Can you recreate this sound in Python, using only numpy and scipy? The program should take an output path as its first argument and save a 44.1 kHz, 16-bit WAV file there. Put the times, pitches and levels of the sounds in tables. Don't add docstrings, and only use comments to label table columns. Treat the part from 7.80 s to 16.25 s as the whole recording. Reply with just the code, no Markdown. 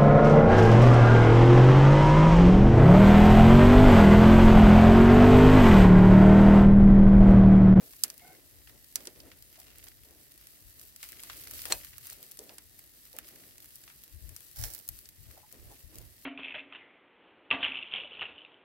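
import sys
import numpy as np
from scipy import signal
from scipy.fft import rfft, irfft, next_fast_len
from scipy.io import wavfile
from scipy.ndimage import uniform_filter1d

SR = 44100
rng = np.random.default_rng(int(sys.argv[2]) if len(sys.argv) > 2 else 0)


def transcribe(signal):
    frames = np.atleast_2d(signal).T
    limited = np.clip(frames, -1, 1)
    pcm = np.round(limited * 32767).astype(np.int16)
    wavfile.write(sys.argv[1], SR, pcm)


N = 372644
TOP_HZ = 15950


def undb(db):
    return 10 ** (np.asarray(db) / 20)


def unit(x):
    return x / np.sqrt(np.mean(x ** 2))


def during(start, end, fade=0.012):
    t = np.arange(N) / SR
    return np.clip(np.minimum(t - start, end - t) / fade, 0, 1)


def colour(x, spectrum):
    hz, db = np.transpose(spectrum)
    size = next_fast_len(N)
    f = np.maximum(np.fft.rfftfreq(size, 1 / SR), 1)
    below = np.minimum(f / hz[0], 1) ** 2
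    gain = undb(np.interp(np.log(f), np.log(hz), db)) * below * (f < TOP_HZ)
    return unit(irfft(rfft(x, size) * gain, size)[..., :N])


def band(x, hz, width):
    hz = min(hz, TOP_HZ)
    quality = hz / min(width, TOP_HZ)
    return signal.lfilter(*signal.iirpeak(hz, quality, fs=SR), x)


def above(x, hz, order=2):
    return signal.sosfilt(signal.butter(order, min(hz, TOP_HZ), "high", fs=SR, output="sos"), x)


def sides(pan_db):
    gains = undb(np.array([pan_db, -pan_db]) / 2).reshape(2, -1)
    return gains / np.sqrt(np.mean(gains ** 2, axis=0))


def ports(x, lag_s):
    lag = round(lag_s * SR)
    left = np.roll(x[0], max(lag, 0))
    right = np.roll(x[1], max(-lag, 0))
    return np.array([left, right])


def noise(likeness, size=N):
    c = np.clip(likeness, -1, 1)
    mid, side = rng.standard_normal((2, size)) * np.sqrt([[(1 + c) / 2], [(1 - c) / 2]])
    return np.array([mid + side, mid - side])


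def walk(rate):
    hold = int(SR / rate)
    steps = np.repeat(rng.standard_normal(N // hold + 1), hold)[:N]
    return unit(uniform_filter1d(uniform_filter1d(steps, hold), hold))


def swells(rows, rise_s, fall_s):
    t = np.arange(N) / SR
    coarse = t[::64]
    power = 0
    for start, length, db, *pan in rows:
        rise = np.clip((coarse - start) / rise_s, 0, 1)
        fall = np.exp(-np.clip((coarse - start - length) / fall_s, 0, 20))
        power = power + (undb(db) * rise * fall * sides(pan[0] if pan else 0)) ** 2
    return np.array([np.interp(t, coarse, p) for p in power])


def add(out, s, sound):
    i = int(s * SR)
    out[:, i:i + sound.shape[1]] += sound[:, :N - i]


def peak(x, db):
    power = uniform_filter1d(np.mean(x ** 2, axis=0), size=44)
    return x * undb(db) / np.sqrt(power.max())


def crack(scatter_db, scatter_s, tail_db, tail_s):
    t = np.arange(SR // 8) / SR
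    scatter = undb(scatter_db) * np.exp(-t / scatter_s)
    tail = undb(tail_db) * np.exp(-t / tail_s)
    click = (scatter + tail) * noise(0.13, size=len(t))
    click[:, 0] += 1
    return click


def bubbles(rate, spread_db, width_db, count=6):
    out = np.zeros((2, N))
    busy = undb(2.2 * walk(12))
    for place in np.linspace(-1, 1, count):
        at = np.flatnonzero(rng.random(N) < busy * rate / count / SR)
        size = undb(spread_db * np.minimum(rng.exponential(size=len(at)), 5))
        train = np.zeros((1, N))
        train[0, at] = size * rng.choice([-1, 1], len(at))
        burst = crack(scatter_db=-11.5, scatter_s=0.0013, tail_db=-25.0, tail_s=0.011)
        path = ports(burst, .00022 * place) * sides(-width_db * place)
        out += signal.oaconvolve(train, path, axes=1)[:, :N]
    return unit(out)


def sizzle():
    # pitch in Hz, relative level in dB.
    fat_spectrum = [(600, -33), (1200, -10.5), (2000, -10.5), (3200, -7), (4600, -4.5), (7000, -6.5),
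                    (9500, -3.5), (12500, 2), (16000, -3.5)]
    # start in seconds, length in seconds, level in dB before mixing, left minus right in dB.
    flares = [(0, .18, -61, 1), (1.16, .09, -62, -12), (1.96, .1, -66, -8), (3.17, .73, -58, 5),
              (3.38, .53, -54, -1), (3.65, .25, -56, 0), (4.0, .55, -59, 2), (4.2, .13, -55.5, 3),
              (5.78, .17, -64, 3), (6.5, .15, -62, 13), (6.9, .08, -56.5, -6), (7.03, .13, -60.5, 6),
              (8.13, .08, -65, 12)]
    # start in seconds, length in seconds, level in dB.
    stirs = [(.35, 0.19, -66.5), (1.15, 0.083, -66), (1.7, 0.36, -63), (2.4, 0.27, -69),
             (3.17, 0.79, -58.5), (3.75, 0.53, -58.5), (5.25, 0.53, -67), (7.4, 0.53, -66),
             (8.08, .15, -65.5)]
    fry_db, fry_pan_db, ember_db = -61.5, 1.2, -73
    fry_power = (undb(fry_db) * sides(fry_pan_db)) ** 2 + swells(flares, rise_s=.05, fall_s=.13)
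    ember_power = undb(ember_db) ** 2 + swells(stirs, rise_s=0.035, fall_s=0.11)
    level_db = 10 * np.log10(fry_power.mean(axis=0))
    heat = undb(.7 * (level_db - level_db.mean()))
    fizz = colour(bubbles(2500 * heat, spread_db=3.0, width_db=6), fat_spectrum)
    fizz = fizz * undb(2.0 + 2.0 * walk(22))
    ticks = colour(bubbles(170, spread_db=5.0, width_db=1.5), fat_spectrum) * undb(-1.5)
    ember_spectrum = [(700, -18), (1300, -9), (1900, -3), (3000, -5.5), (4600, -8.0), (8000, -16.0)]
    embers = colour(bubbles(200, spread_db=3.0, width_db=-3.0), ember_spectrum)
    frying = (fizz / np.sqrt(heat) + ticks) * np.sqrt(fry_power)
    return frying + embers * np.sqrt(ember_power)


def air():
    # pitch in Hz, relative level in dB.
    hot_air_spectrum = [(100, -8), (200, -4), (310, 2.5), (450, -2.5), (650, -3.5), (850, -13),
                        (1200, -16.5), (2000, -16.5), (4000, -23.5)]
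    # pitch in Hz, relative level in dB.
    wind_spectrum = [(24, -28), (42, 0), (70, -0.5), (110, -4.5), (165, -17.5), (250, -28), (500, -38),
                     (1000, -66)]
    # start in seconds, length in seconds, level in dB before the flutter.
    puffs = [(0, 0.021, -58.5), (.23, 0.071, -58.5), (.41, 0.26, -66.5), (.89, 0.067, -66.5),
             (1.15, 0.12, -58.5), (1.35, .12, -57), (1.74, 0.33, -71), (2.24, 0.13, -67), (3.3, 0.62, -65),
             (3.93, 0.054, -60.5), (4.3, 0.11, -65.5), (4.58, 0.16, -63), (5.33, 0.35, -64.5),
             (6.43, .09, -70.5), (6.78, 0.12, -64.5), (7.45, 0.15, -66), (7.72, .19, -62.5),
             (8.08, 0.17, -60)]
    # start in seconds, length in seconds, level in dB before wavering, left minus right in dB.
    gusts = [(.67, 0.35, -62.5, 15), (1.38, 0.27, -62.5, 7), (1.85, 0.37, -63.5, 7), (2.81, 0.063, -56, 20),
             (3.22, 1.15, -63.5, 17), (3.68, 0.41, -60, 19), (6.31, 0.065, -50, 24), (6.41, .11, -47, 28),
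             (6.77, 0.089, -42, 30), (7.08, 0.061, -55, 21), (7.37, 0.12, -53, 22), (7.78, .11, -56, -6),
             (8.03, 0.025, -47, 27), (8.15, 0.12, -47.5, -19)]
    hot_air_db, breeze_db, breeze_pan_db = -73.5, -68, 8
    draught = undb(hot_air_db) ** 2 + swells(puffs, rise_s=0.016, fall_s=0.055)
    breeze = (undb(breeze_db) * sides(breeze_pan_db)) ** 2
    buffet = breeze + swells(gusts, rise_s=0.013, fall_s=0.035)
    flutter = colour(noise(0.61), hot_air_spectrum) * np.sqrt(draught) * undb(0.5 + 2.7 * walk(30))
    wind = colour(noise(0.068), wind_spectrum) * np.sqrt(buffet) * undb(1.54 * walk(15))
    return flutter + wind


def river():
    # pitch in Hz, relative level in dB.
    water_spectrum = [(24, -35), (40, -13), (87, -9), (133, 2), (194, -4), (290, -2.5), (630, -18),
                      (918, -15.5), (1370, -26.5), (1850, -6), (2260, -16), (4930, -12.5), (6820, -14),
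                      (12500, -9.5), (16000, -14)]
    return colour(noise(0.072), water_spectrum) * undb(-63.0 + 0.72 * walk(3.12))


def snaps():
    # time in seconds, level in dB before a small lift, brightness in Hz (sets the filters), # level of the
    # low body against the bright part in dB, left minus right in dB before narrowing.
    cracks = [(0.1347, -44, 8800, -6, 2.5), (.1649, -43.5, 11300, -22, 9), (0.2367, -12, 8900, -29, -5.5),
              (0.2442, -34.5, 6950, -6, -3), (0.3014, -32, 7800, -14.5, -1.5), (.379, -39.5, 10890, -26, 6),
              (0.8736, -48.5, 2580, 4, 1), (0.896, -52, 4000, 4, -0.5), (1.157, -19.5, 7600, -18.5, -7),
              (1.2545, -40, 7700, -10, -3), (1.2722, -30, 5900, -16, -3), (1.4027, -44, 4550, -18, -8),
              (1.5168, -45.5, 3200, 2, -1.5), (1.984, -41, 10400, -28, -8), (2.0412, -39, 10800, -12, -6.5),
              (2.069, -48, 5900, 5, -1), (2.9958, -40.5, 9100, -18, 2), (3.1622, -36.5, 9800, -18.5, 1.5),
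              (3.2297, -32.5, 8400, -6, -1), (3.2402, -36.5, 10300, -24, 8), (3.2895, -37, 9500, -15, 2),
              (3.321, -36, 11000, -16, 3), (3.403, -41, 10000, -9, 1), (3.4352, -35, 8600, -11, 4),
              (3.4988, -35, 2200, 16, 2), (3.57, -40, 9700, -21, 0), (3.6726, -36.5, 7900, -6.5, 2),
              (3.711, -30.5, 11600, -12.5, 4.5), (3.807, -40, 10000, -16, 9.5),
              (3.8546, -27.5, 10200, -6, 7), (4.182, -33, 11100, -14.5, -6.5),
              (4.27, -31.5, 12600, -23, -0.5), (4.3004, -33, 10600, -25, -6.5),
              (4.5135, -37.5, 10000, -32, 0.5), (4.5904, -34.5, 8050, -19, 1),
              (4.6937, -41.5, 4270, -6, -1.5), (4.783, -37, 7700, -7.5, 1), (4.992, -40.5, 9800, -13, 2.5),
              (5.3658, -39, 10600, -20, 0.5), (5.387, -27, 12200, -8, -3.5), (5.7815, -41, 9200, -14, -1.5),
              (5.8443, -42.5, 10800, -12, -1.5), (5.858, -43, 10000, -11, 0),
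              (5.9567, -37, 10100, -39, 2.5), (6.038, -45, 8500, -8, 0), (6.078, -48, 3500, 7, -1.5),
              (6.1003, -48, 2300, 9, 4), (6.4923, -38, 10100, -13.5, 3.5), (6.564, -33.5, 9100, -17, 5.5),
              (6.6063, -42, 9750, -11, 7), (6.8385, -26, 8150, -9, -8.5), (6.937, -32, 11300, -23, -3.5),
              (6.949, -28.5, 11500, -19, -8), (6.9896, -38, 12800, -27, 9), (7.079, -34, 11100, -26, 6),
              (7.089, -21.5, 12700, -25, 2), (7.2565, -45, 5600, -11, 14.5), (7.7262, -37, 11900, -26, 10),
              (8.1848, -37, 10700, -19, 8.5)]
    # pitch in Hz, width in Hz, level in dB for a snap deep in the bed.
    bed_resonances = [(2620, 1200, 7), (4670, 590, 7.5), (5740, 140, -7), (7800, 210, -29)]
    out = np.zeros((2, N))
    for s, db, hz, low_db, pan_db in cracks:
        depth = 1 / (1 + (hz / 9500) ** 6)
        click = crack(scatter_db=-18 + 10 * depth, scatter_s=0.0016, tail_db=-33.5 + 9.4 * depth, tail_s=0.0083)
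        bright = above(band(click, 1.154 * hz, 0.84 * hz), 0.46 * hz)
        bed = sum(undb(gain_db) * band(bright, f, width) for f, width, gain_db in bed_resonances)
        bright = bright + depth * bed
        hollow = crack(scatter_db=-16.5, scatter_s=0.0031, tail_db=-33.0 + 10 * depth, tail_s=0.024)
        body = above(band(hollow, 1960, 1670), 300)
        sound = peak(bright, 0) + peak(body, low_db)
        sound = ports(sound, -.00003 * pan_db) * sides(0.74 * pan_db)
        add(out, s - .0002, peak(sound, db + .5))
    return out


def skewer():
    # start in seconds, end in seconds, pitch in Hz, level in dB.
    squeaks = [(0.397, 0.538, 742, -60), (0.42, 0.56, 1480, -66.5), (0.38, 0.584, 2150, -66.5)]
    # start in seconds, length in seconds, level in dB before a quick wavering.
    slips = [(3.853, 0.033, -51), (3.899, 0.031, -37)]
    # time in seconds, level in dB, hardness of contact in Hz (higher is brighter).
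    knocks = [(3.500, -44, 1200), (3.9229, -14.5, 13500), (3.930, -46.5, 1500), (3.934, -39, 2000),
              (4.324, -44.5, 1810)]
    # pitch in Hz, relative level in dB, time in seconds to die away by 60 dB.
    steel_tones = [(583, -22.5, 0.26), (834, -20, .05), (1600, -18, 0.083), (2550, -14.5, 0.12),
                   (2800, -28, 0.073), (4210, 8.5, 0.023), (5850, 1, 0.03), (7240, 6, 0.017),
                   (8030, 5, 0.02), (10900, 3, 0.019), (12800, -13, 0.0072)]
    t = np.arange(SR // 5) / SR
    ring = 0
    for hz, db, t60 in steel_tones:
        ring = ring + undb(db) * np.sin(2 * np.pi * hz * t) * np.exp(-np.log(1000) * t / t60)
    slipping = np.sqrt(swells(slips, rise_s=0.0045, fall_s=0.017))
    rub_spectrum = [(150, -9.5), (450, 3), (850, 3), (1200, -9),
                    (1600, -3.5), (4200, -8), (8000, -10.0), (16000, -10)]
    rubbing = colour(noise(0.46), rub_spectrum)
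    out = rubbing * slipping * undb(2 * walk(200))
    for s, db, hard_hz in knocks:
        contact = crack(scatter_db=-0.5, scatter_s=0.0028, tail_db=-25, tail_s=0.0087)
        blow = above(contact + undb(-5.5) * ring[:contact.shape[1]], 480)
        softened = signal.lfilter(*signal.butter(1, min(hard_hz, TOP_HZ), fs=SR), blow)
        add(out, s, peak(ports(softened, 0.00002), db))
    for start, end, hz, db in squeaks:
        grating = unit(band(band(noise(0.67), hz, 110), hz, 160))
        out += grating * undb(db) * during(start, end, fade=0.033)
    return out


def bumps():
    # time in seconds, level in dB before a lift, pitch in Hz, length in seconds.
    thuds = [(0.582, -56.5, 390, 0.026), (1.269, -47, 332, 0.027), (1.776, -61, 710, 0.052),
             (4.585, -51, 403, 0.058), (4.695, -57, 650, 0.039), (5.338, -55.5, 584, 0.035),
             (7.566, -55.5, 705, 0.038), (7.629, -60.5, 900, .03), (7.904, -61, 855, 0.045)]
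    out = np.zeros((2, N))
    t = np.arange(SR // 4) / SR
    for s, db, hz, length in thuds:
        push = noise(0.82, size=len(t)) * np.sqrt(t) * np.exp(-3 * t / length)
        add(out, s, peak(band(band(push, hz, 260), hz, 260), db + 2.5))
    return out


def flash():
    # pitch in Hz, relative level in dB.
    boiling_spectrum = [(200, -30), (320, -23), (560, -1), (800, -2), (1000, -9), (1700, -0.5), (3100, -8),
                        (5300, 2.5), (6800, -0.5), (12500, 4), (16000, 5.5)]
    start_s, catch_s, swell_s, top_db = 6.75, 0.018, 0.089, -36
    swell_db_per_s, fade_db_per_s = 84, 135
    t = np.arange(N) / SR - start_s
    past_top = t - swell_s
    level_db = top_db + np.minimum(swell_db_per_s * past_top, -fade_db_per_s * past_top)
    spit = colour(bubbles(rate=2600, spread_db=3.5, width_db=0), boiling_spectrum)
    return spit * undb(level_db) * np.clip(t / catch_s, 0, 1) * sides(-3.5)


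def scene():
    return sizzle() + air() + river() + snaps() + skewer() + bumps() + flash()


def record(dry):
    return signal.sosfilt(signal.ellip(10, .2, 70, TOP_HZ, fs=SR, output="sos"), dry)


dry = scene()
out = record(dry)
transcribe(out)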